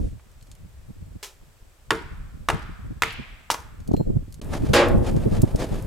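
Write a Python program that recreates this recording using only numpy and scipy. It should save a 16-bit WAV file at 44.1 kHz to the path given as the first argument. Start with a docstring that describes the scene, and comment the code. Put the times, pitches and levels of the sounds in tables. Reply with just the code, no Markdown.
"""A yard beside a sheet-metal shed: a hatchet splits kindling on a block. Each blow knocks and cracks,
billet and block ring, fibres tear, and the wall and yard echo. Then, close to a steel grill, a plastic
paddle fans a wood fire: it crackles and rushes with each stroke, and once the paddle hits the sheet
steel, which clangs. Wind buffets the microphone in both places."""
import sys
import numpy as np
from scipy import signal
from scipy.io import wavfile
from scipy.ndimage import uniform_filter1d

SR = 44100
rng = np.random.default_rng(int(sys.argv[2]) if len(sys.argv) > 2 else 0)


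def log_audio(samples):
    """Write samples as a 16-bit WAV file to the path given in sys.argv[1]."""
    # one column per channel
    frames = np.atleast_2d(samples).T
    # limit to full scale, then quantise
    limited = np.clip(frames, -1, 1)
    pcm = np.round(limited * 32767).astype(np.int16)
    wavfile.write(sys.argv[1], SR, pcm)


N = 258426
TIME_S = np.arange(N) / SR
CHOP_END_S, FIRE_START_S = 4.402, 4.414
TICK_T60_S = 0.059

# hatchet blows: start_s, knock_db, knock_hz, billet_db, crack_db,
# landing_delay_s, landing_db, landing_hz, thud_db, echo_db, echo_hz
CHOPS = [(1.906, -0.5, 1110, -15.5, -12, 0.0102, -10, 1260, -20.5, -36, 1390),
         (2.4868, -1, 1150, -22, -15.5, 0.013, -7, 824, -25, -33.5, 1330),
         (3.0212, -10, 1264, -21.5, -12, 0.013, -7.5, 2100, -30, -30, 2510),
         (3.5013, -3, 940, -24.5, -21.5, 0.043, -15.5, 1070, -35, -42, 1270)]
# billet modes: pitch_hz, width_hz, level_db
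BILLET_MODES = [(452, 70, -6), (840, 70, -7), (1160, 200, -2.5), (1401, 14, -4.5), (1687, 60, -2.5),
                (1980, 41, -3), (2200, 60, -18), (2823, 32, -6.5), (3680, 87, -7.5), (5900, 77, -18)]
# modes of block, hatchet head and grill sheet: pitch_hz, level_db, t60_s
BLOCK_MODES = [(398, -9.5, 0.15), (450.5, -4, .2), (945, -13.5, .3), (1190, -15.5, 0.23),
               (1297, -15.5, .36), (1436, -14.5, 0.45), (2099, -22, 0.43)]
BLADE_MODES = [(4180, -0.5, 0.2), (7574, -17, 0.56), (14090, -7, 0.22)]
SHEET_MODES = [(240, -18.5, 1.44), (289, -18, 1.17), (351.3, -14.5, 1.36), (481.4, -10, 0.79),
               (544, -16, 0.97), (575, -15, 0.56), (628, -17, .55), (827, -16, 0.75), (1072, -20, 0.72),
               (1110, -30, 0.48), (1354, -27, 0.71), (1484, -28, 0.63), (1622, -18, 0.44),
               (1913, -20.5, 0.42), (2560, -22, 0.29), (2700, -23, .35)]
# tears along the grain: start_s, level_db, t60_s
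SPLITS = [(1.228, -31.5, 0.19), (2.501, -27.5, 0.028), (3.504, -17, 0.029), (3.5117, -19, 0.066),
          (3.54, -29, 0.048)]
# blade grazes: start_s, level_db
GRAZES = [(3.94, -55), (3.966, -43.5)]
# clicks of handled wood, pops of the fire: start_s, level_db, pitch_hz
WOOD_TICKS = [(0.196, -46.5, 900), (0.426, -43, 5800), (0.515, -34.5, 5500), (1.99, -41, 2140),
              (3.106, -27, 2400), (3.125, -35, 7000), (3.876, -36, 7200), (4.3248, -34, 7500),
              (4.3425, -36.5, 7060)]
FIRE_POPS = [(4.4155, -32, 3870), (4.885, -30, 10000), (5.4178, -21, 9400), (5.5593, -23.5, 5700)]
# billet shifting in the glove: start_s, end_s, level_db
HANDLING_SPANS = [(0.181, 0.602, -45), (3.781, 3.963, -38.5)]
# paddle strokes: centre_s, rush_db, puff_db
STROKES = [(4.546, -29, -16.5), (5.075, -30.5, -16.5), (5.345, -31, -7), (5.622, -27, -28)]
# time the clang stays level before it decays: freq_hz, hold_s
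CLANG_HOLD = [(300, 0.071), (1200, 0.096), (4000, 0.044), (8000, 0.012), (15000, 0.013)]
# decay of clang and yard echo: freq_hz, t60_s
CLANG_T60 = [(200, 1), (500, 0.74), (1000, 0.44), (2000, 0.32), (4000, 0.27), (8000, 0.28), (15000, 0.093)]
YARD_T60 = [(150, 1.5), (700, 1.19), (1800, 1.196), (4000, 0.83), (8000, 0.35), (15000, 0.17)]
# breeze strength: time_s, level_db
BREEZE = [(0, -23.5), (0.22, -46), (0.5, -48), (0.92, -42.5), (1.15, -42.5), (1.3, -57), (1.44, -45.5),
          (1.78, -60), (1.95, -38), (2.25, -39), (2.5, -35), (3.2, -39), (3.48, -48.0), (4.1, -25.5),
          (4.33, -40), (4.55, -25.5), (5.05, -22.5), (5.86, -30.5)]
# gusts on the microphone ports: centre_s, level_db, pitch_hz, sigma_s
GUSTS = [(0.01, -22.5, 139.6, 0.016), (0.64, -40.5, 97, 0.03), (0.899, -34, 128, 0.008),
         (1.162, -32.5, 124, 0.007), (2.546, -22, 136, 0.011), (2.913, -30, 197, 0.008),
         (3.2, -30.5, 167, 0.007), (3.891, -21, 230, 0.0066), (3.914, -15.5, 280, 0.004),
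         (3.943, -11, 302, 0.0046), (4.007, -15.5, 285, 0.006), (4.102, -18.5, 210, 0.008),
         (4.168, -14, 121, 0.007), (4.951, -12, 198, 0.0082), (5.267, -16.5, 242, 0.011)]

# noise spectra: freq_hz, density_db
CRACK_SPECTRUM = [(400, -9), (900, 3.5), (2500, 1.5), (4500, -9.5), (10000, -15), (16000, -32)]
THUD_SPECTRUM = [(110, -2), (250, -11), (430, 1), (600, -12), (900, -18)]
FIBRE_SPECTRUM = [(400, -7), (1200, -10.5), (2500, -7.5), (4400, -8.5), (6000, -6.5), (10700, -14),
                  (16000, -19)]
RUSH_SPECTRUM = [(160, -2.5), (250, -3.5), (450, -3), (700, -8), (1100, -16.5), (2200, -22), (5500, -27.5),
                 (10400, -33.5), (16000, -54)]
EMBER_SPECTRUM = [(200, 6), (450, 0), (900, -10.5), (2000, -19.5), (6000, -32), (10500, -23.5),
                  (15500, -37)]
CLANG_SPECTRUM = [(120, -18), (200, -12), (548, -2), (763, -9), (821, -5), (1400, -12.5), (1650, -9),
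                  (2250, -12.5), (2560, -11), (10100, -25), (16000, -34)]
YARD_SPECTRUM = [(200, 0.5), (450, -10), (700, -0.5), (1400, 1.5), (3000, -1.5), (6000, -10.5), (10000, -8),
                 (15000, -29.5)]
WIND_SPECTRUM = [(20, 0.5), (45, -1), (90, -3.5), (170, -11), (300, -26.5), (600, -31.5), (1200, -64)]
AIR_SPECTRUM = [(200, -11.5), (450, -4.5), (800, -8.5), (1600, -10.5), (4000, -16.5), (6500, -18),
                (10000, -21.5), (16000, -19.5)]
# left-right likeness: freq_hz, correlation
DIRECT_CORR = [(200, 1), (10000, 0.85)]
NEAR_CORR = [(300, 1), (1200, 0.65), (10000, 0.87)]
DIFFUSE_CORR = [(200, 0.91), (1500, 0.2), (10000, 0.27)]
WIND_CORR = [(30, 1), (90, 0.37), (200, -0.66), (500, -1)]
EDDY_CORR = [(40, 0.48), (150, -0.12), (400, -0.77)]


def hatchet(thud_t60_s=0.11, wall_db=-13, splinter_db=-33, splinters_per_blow=12):
    """The blade bites and drives the billet onto the block, which thuds and rings; splinters snap."""
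    out, t = np.zeros((2, N)), TIME_S[:SR // 2]
    for start_s, knock_db, knock_hz, billet_db, crack_db, *landing in CHOPS:
        delay_s, landing_db, landing_hz, thud_db, *_ = landing
        add(out, start_s, wood_hit(t, knock_db, knock_hz, billet_db, crack_db))
        lands = wood_hit(t, landing_db, landing_hz, billet_db=landing_db - 19, crack_db=landing_db - 13.5)
        add(out, start_s + delay_s, lands)
        thud = noise(THUD_SPECTRUM, DIRECT_CORR, t) * decay(t, thud_t60_s)
        hollow = sum(from_db(db) * ring(t, hz, t60_s) for hz, db, t60_s in BLOCK_MODES)
        add(out, start_s + 0.007, from_db(thud_db) * (thud + hollow) * rise(t, 0.013))
    splinters = [(start_s + 0.02 + 0.14 * late ** 2, splinter_db - 12 * late, 2000 + 6000 * high)
                 for start_s, *_ in CHOPS for late, high in rng.random((splinters_per_blow, 2))]
    return out + from_db(wall_db) * wall_echo(out) + yard_echo() + snaps(splinters, t60_s=0.015)


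def wood_hit(t, knock_db, knock_hz, billet_db, crack_db):
    """Struck wood: a dead knock, a bright crack and billet modes, the broad ones dying first."""
    modes = 0
    for hz, width_hz, db in BILLET_MODES:
        gain = from_db(db + rng.normal(0, 2)) * rng.choice([-1, 1])
        modes += gain * knock(t, hz, t60_s=0.048 * np.sqrt(50 / width_hz))
    crack = noise(CRACK_SPECTRUM, DIRECT_CORR, t) * decay(t, t60_s=0.032)
    crack *= from_db(3.7 * drift(770, len(t)))
    body = knock(t, knock_hz, t60_s=0.011)
    return from_db(knock_db) * body + from_db(billet_db) * modes + from_db(crack_db) * crack


def knock(t, hz, t60_s):
    """A damped wooden mode that swells during contact."""
    return ring(t, hz, t60_s) * rise(t, 0.0016)


def splitting(grain_db=1.0, wall_db=-12):
    """Fibres give way in a dense run of tiny snaps."""
    out, t = np.zeros((2, N)), TIME_S[:SR // 3]
    for start_s, db, t60_s in SPLITS:
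        tearing = noise(FIBRE_SPECTRUM, DIRECT_CORR, t) * from_db(grain_db * drift(1200, len(t)))
        add(out, start_s, from_db(db) * tearing * decay(t, t60_s) * rise(t, 0.0025))
    return out + from_db(wall_db) * wall_echo(out)


def blade(tick_above_ring_db=11, tick_hz=4000):
    """The steel head clicks and sings faintly as it grazes the wood."""
    out, t = np.zeros((2, N)), TIME_S[:SR // 2]
    modes = sum(from_db(db) * ring(t, hz, t60_s) for hz, db, t60_s in BLADE_MODES)
    for start_s, db in GRAZES:
        add(out, start_s, from_db(db) * modes)
    ticks = [(start_s, db + tick_above_ring_db, tick_hz) for start_s, db in GRAZES]
    return out + snaps(ticks, TICK_T60_S)


def handling(stick_hz=(2300, 3050, 4360, 6770), stick_q=44, stick_db=4.5, sleeve_db=-60, per_span=4):
    """A sleeve rustles as the arm lifts; thin kindling clicks and rings as it is set up and turned."""
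    shifts = [(start_s + when * (end_s - start_s), db - 6 * soft, 3500 + 4000 * high)
              for start_s, end_s, db in HANDLING_SPANS for when, soft, high in rng.random((per_span, 3))]
    clicks = snaps(WOOD_TICKS + shifts, TICK_T60_S)
    sticks = sum(resonate(clicks + 1e-18, hz, stick_q) for hz in stick_hz)
    cloth = noise([(1500, 1), (9000, -2), (15000, -17)], NEAR_CORR, TIME_S)
    sleeve = swell(TIME_S, centre_s=0.036, sigma_s=0.065) * cloth
    return 0.98 * clicks + from_db(stick_db) * sticks + from_db(sleeve_db) * sleeve


def fire(burn_db=-41, flutter_db=3.0, backswing_s=0.13, backswing_db=-10.5, crackle_db=-47, count=30):
    """Embers hiss, crackle and pop; each stroke and its backswing drive air through them."""
    draught = 0
    for centre_s, db, _ in STROKES:
        stroke = swell(TIME_S, centre_s, sigma_s=0.024)
        backswing = swell(TIME_S, centre_s + backswing_s, sigma_s=0.045)
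        draught += from_db(db) * (stroke + from_db(backswing_db) * backswing)
    rush = draught * from_db(flutter_db * drift(130, N)) * noise(RUSH_SPECTRUM, NEAR_CORR, TIME_S)
    burn = from_db(burn_db) * noise(EMBER_SPECTRUM, NEAR_CORR, TIME_S)
    span_s = TIME_S[-1] - FIRE_START_S
    crackles = [(FIRE_START_S + when * span_s, crackle_db + 13 * size ** 2, 4000 + 7000 * high)
                for when, size, high in rng.random((count, 3))]
    crackling = snaps(crackles, t60_s=0.026) + snaps(FIRE_POPS, t60_s=0.065)
    return (rush + burn) * (TIME_S > FIRE_START_S) + crackling


def clang(start_s=4.733, dense_db=-16, modes_db=-6, build_s=0.069):
    """The paddle hits sheet steel; the clang holds briefly, then fades as low modes build and ring on."""
    out, t = np.zeros((2, N)), TIME_S[:SR * 3 // 2]
    dense = noise(CLANG_SPECTRUM, NEAR_CORR, t,
                  lambda hz: decay(t - at_hz(CLANG_HOLD, hz), at_hz(CLANG_T60, hz)))
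    modes = sum(from_db(db) * ring(t + rng.random() / hz, hz, t60_s) for hz, db, t60_s in SHEET_MODES)
    add(out, start_s, from_db(dense_db) * dense * rise(t, 0.0056))
    add(out, start_s, from_db(modes_db) * modes * rise(t, build_s))
    return out


def wall_echo(dry, t60_s=0.34):
    """Quick scattered echoes off the shed wall and the ground."""
    t = TIME_S[:SR // 3]
    scatter = noise([(150, 14.0), (1200, 4.5), (4000, -0.5), (15000, 2.0)], NEAR_CORR, t)
    response = unit_rms(scatter * decay(t, t60_s) * rise(t, 0.019)) / np.sqrt(len(t))
    return signal.fftconvolve(dry, response, axes=1)[:, :N]


def yard_echo(focus_db=4.5, focus_oct=0.77, peak_q=2.8, peak_mix=0.91):
    """Fences and trees scatter each blow into a long tail, strongest around one pitch."""
    out, t = np.zeros((2, N)), TIME_S[:SR]
    for start_s, *_, echo_db, echo_hz in CHOPS:
        def envelope(hz):
            focus = np.exp(-0.5 * (np.log2(hz / echo_hz) / focus_oct) ** 2)
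            return from_db(focus_db * (focus - 1)) * decay(t, at_hz(YARD_T60, hz))
        tail = noise(YARD_SPECTRUM, DIFFUSE_CORR, t, envelope)
        tail = (tail + peak_mix * resonate(tail, echo_hz, peak_q)) / np.sqrt(1 + peak_mix)
        add(out, start_s, from_db(echo_db) * tail * rise(t, 0.09))
    return out


def wind(trim_db=-1.5, lump_db=4.5, tilt_per_oct=0.36, neutral_db=-36, top_hz=650):
    """Lumpy turbulence on the microphone ports, brighter when it blows harder."""
    gust_db = breeze_db(TIME_S) + lump_db * drift(40, N)
    tilt_db_per_oct = tilt_per_oct * (gust_db - neutral_db)
    rumble = noise(WIND_SPECTRUM, WIND_CORR, TIME_S,
                   lambda hz: from_db(trim_db + gust_db + tilt_db_per_oct * max(np.log2(hz / 70), 0)))
    return lowpass(rumble, top_hz, order=4)


def eddies(puff_delay_s=0.094, ragged_db=2.0, count=36, top_hz=1020):
    """Gusts, paddle puffs and small chance eddies push on one port and pull on the other."""
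    # columns as in GUSTS
    puffs = [(stroke_s + puff_delay_s, db, 201, 0.005) for stroke_s, _, db in STROKES]
    times_s = (np.arange(count) + rng.random(count)) * TIME_S[-1] / count
    small = [(centre_s, breeze_db(centre_s) + rng.normal(-2, 2.5), 190, 0.004) for centre_s in times_s]
    out = np.zeros((2, N))
    for centre_s, db, hz, sigma_s in GUSTS + puffs + small:
        start_s = max(centre_s - 4 * sigma_s, 0)
        t = TIME_S[:round(8 * sigma_s * SR)]
        push = swell(start_s + t, centre_s, sigma_s)
        spectrum = [(hz / 3, -6), (hz, 0), (hz * 2, -12), (hz * 5, -42)]
        eddy = push * from_db(ragged_db * drift(150, len(t))) * noise(spectrum, EDDY_CORR, t)
        add(out, start_s, from_db(db) * unit_rms(eddy) * np.sqrt(np.mean(push ** 2)))
    return lowpass(out, top_hz, order=4)


def breeze_db(t):
    """Breeze strength at time t."""
    return np.interp(t, *np.transpose(BREEZE))


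def air(hiss_db=-60, port_hz=7900, port_width_hz=900, port_db=-73):
    """Faint outdoor hiss with a small resonance of the microphone port."""
    port = resonate(rng.standard_normal(N), port_hz, port_hz / port_width_hz)
    hiss = noise(AIR_SPECTRUM, DIFFUSE_CORR, TIME_S)
    return from_db(hiss_db) * hiss + from_db(port_db) * unit_rms(port)


def snaps(rows, t60_s):
    """Dry clicks, each a noise burst in one broad band."""
    out, t = np.zeros((2, N)), TIME_S[:SR // 10]
    envelope = decay(t, t60_s) + 2 * decay(t, 0.011)
    for start_s, peak_db, hz in rows:
        white = rng.standard_normal(len(t)) + 0.3 * rng.standard_normal((2, len(t)))
        click = bandpass(white * envelope, hz * 0.57, min(hz * 1.8, 0.33 * SR))
        add(out, start_s, from_db(peak_db) * click / np.abs(click).max())
    return out


def noise(spectrum, correlation, t, envelope=lambda hz: 1):
    """Stereo noise in half-octave bands, rms 1 before each band gets its envelope(hz)."""
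    edges_hz = 20 * 2 ** np.arange(0, 10.1, 0.5)
    white = rng.standard_normal((2, 2, len(t) + 4000))
    out, power = np.zeros((2, len(t))), 0
    for band, (low_hz, high_hz) in enumerate(zip(edges_hz, edges_hz[1:])):
        if high_hz < spectrum[0][0] or low_hz > spectrum[-1][0]:
            continue
        hz = np.sqrt(low_hz * high_hz)
        mid, side = bandpass(white[band % 2], low_hz, high_hz)[:, -len(t):]
        alike = np.clip(at_hz(correlation, hz), -1, 1)
        stereo = np.sqrt(1 + alike) * mid + np.sqrt(1 - alike) * side * [[1], [-1]]
        gain = from_db(at_hz(spectrum, hz))
        out += gain * envelope(hz) * stereo
        power += 2 * gain ** 2 * (high_hz - low_hz) / (SR / 2)
    return out / np.sqrt(power)


def ring(t, hz, t60_s):
    """A struck mode of height 1."""
    return np.sin(2 * np.pi * hz * t) * decay(t, t60_s)


def decay(t, t60_s):
    """Exponential decay, flat before t = 0."""
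    return np.exp(-np.log(1000) * np.maximum(t, 0) / t60_s)


def rise(t, rise_s):
    """Exponential attack from 0 to 1."""
    return 1 - decay(t, rise_s)


def swell(t, centre_s, sigma_s):
    """Bell-shaped rise and fall."""
    return np.exp(-0.5 * ((t - centre_s) / sigma_s) ** 2)


def drift(rate_hz, samples):
    """Smooth random wander, spread about 1."""
    return np.interp(TIME_S[:samples] * rate_hz, np.arange(4000), rng.standard_normal(4000))


def resonate(x, hz, q):
    """One resonant peak."""
    return signal.lfilter(*signal.iirpeak(hz, q, fs=SR), x)


def bandpass(x, low_hz, high_hz):
    """Keep one band."""
    return signal.sosfilt(signal.butter(2, [low_hz, high_hz], "band", fs=SR, output="sos"), x)


def lowpass(x, top_hz, order):
    """Roll off the treble."""
    return signal.sosfilt(signal.butter(order, top_hz, fs=SR, output="sos"), x)


def at_hz(table, hz):
    """Read a table on a log-frequency axis."""
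    freqs_hz, values = np.transpose(table)
    return np.interp(np.log(hz), np.log(freqs_hz), values)


def from_db(db):
    """Decibels to gain."""
    return 10 ** (np.asarray(db) / 20)


def unit_rms(x):
    """Scale to rms 1."""
    return x / np.sqrt(np.mean(x ** 2) + 1e-20)


def add(out, start_s, sound):
    """Mix a sound in at start_s."""
    start = max(round(start_s * SR), 0)
    out[:, start:start + sound.shape[-1]] += sound[..., :N - start]


def scene():
    """Chopping, a blink of silence at the change of place, then the fanned fire; wind and hiss in both."""
    chopping = hatchet() + splitting() + blade() + handling()
    outdoors = wind() + eddies() + air()
    gate = uniform_filter1d(1.0 * ((TIME_S < CHOP_END_S) | (TIME_S > FIRE_START_S)), size=60)
    return gate * (chopping + clang() + fire() + outdoors)


def record(dry, droop_hz=14500, clip_level=0.8, stopband_hz=16700):
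    """The microphone loses a little treble, rare peaks clip and the top is cut."""
    clipped = np.clip(lowpass(dry, droop_hz, order=2), -clip_level, clip_level)
    return signal.sosfilt(signal.cheby2(16, 60, stopband_hz, fs=SR, output="sos"), clipped)


dry = scene()
out = record(dry)
log_audio(out)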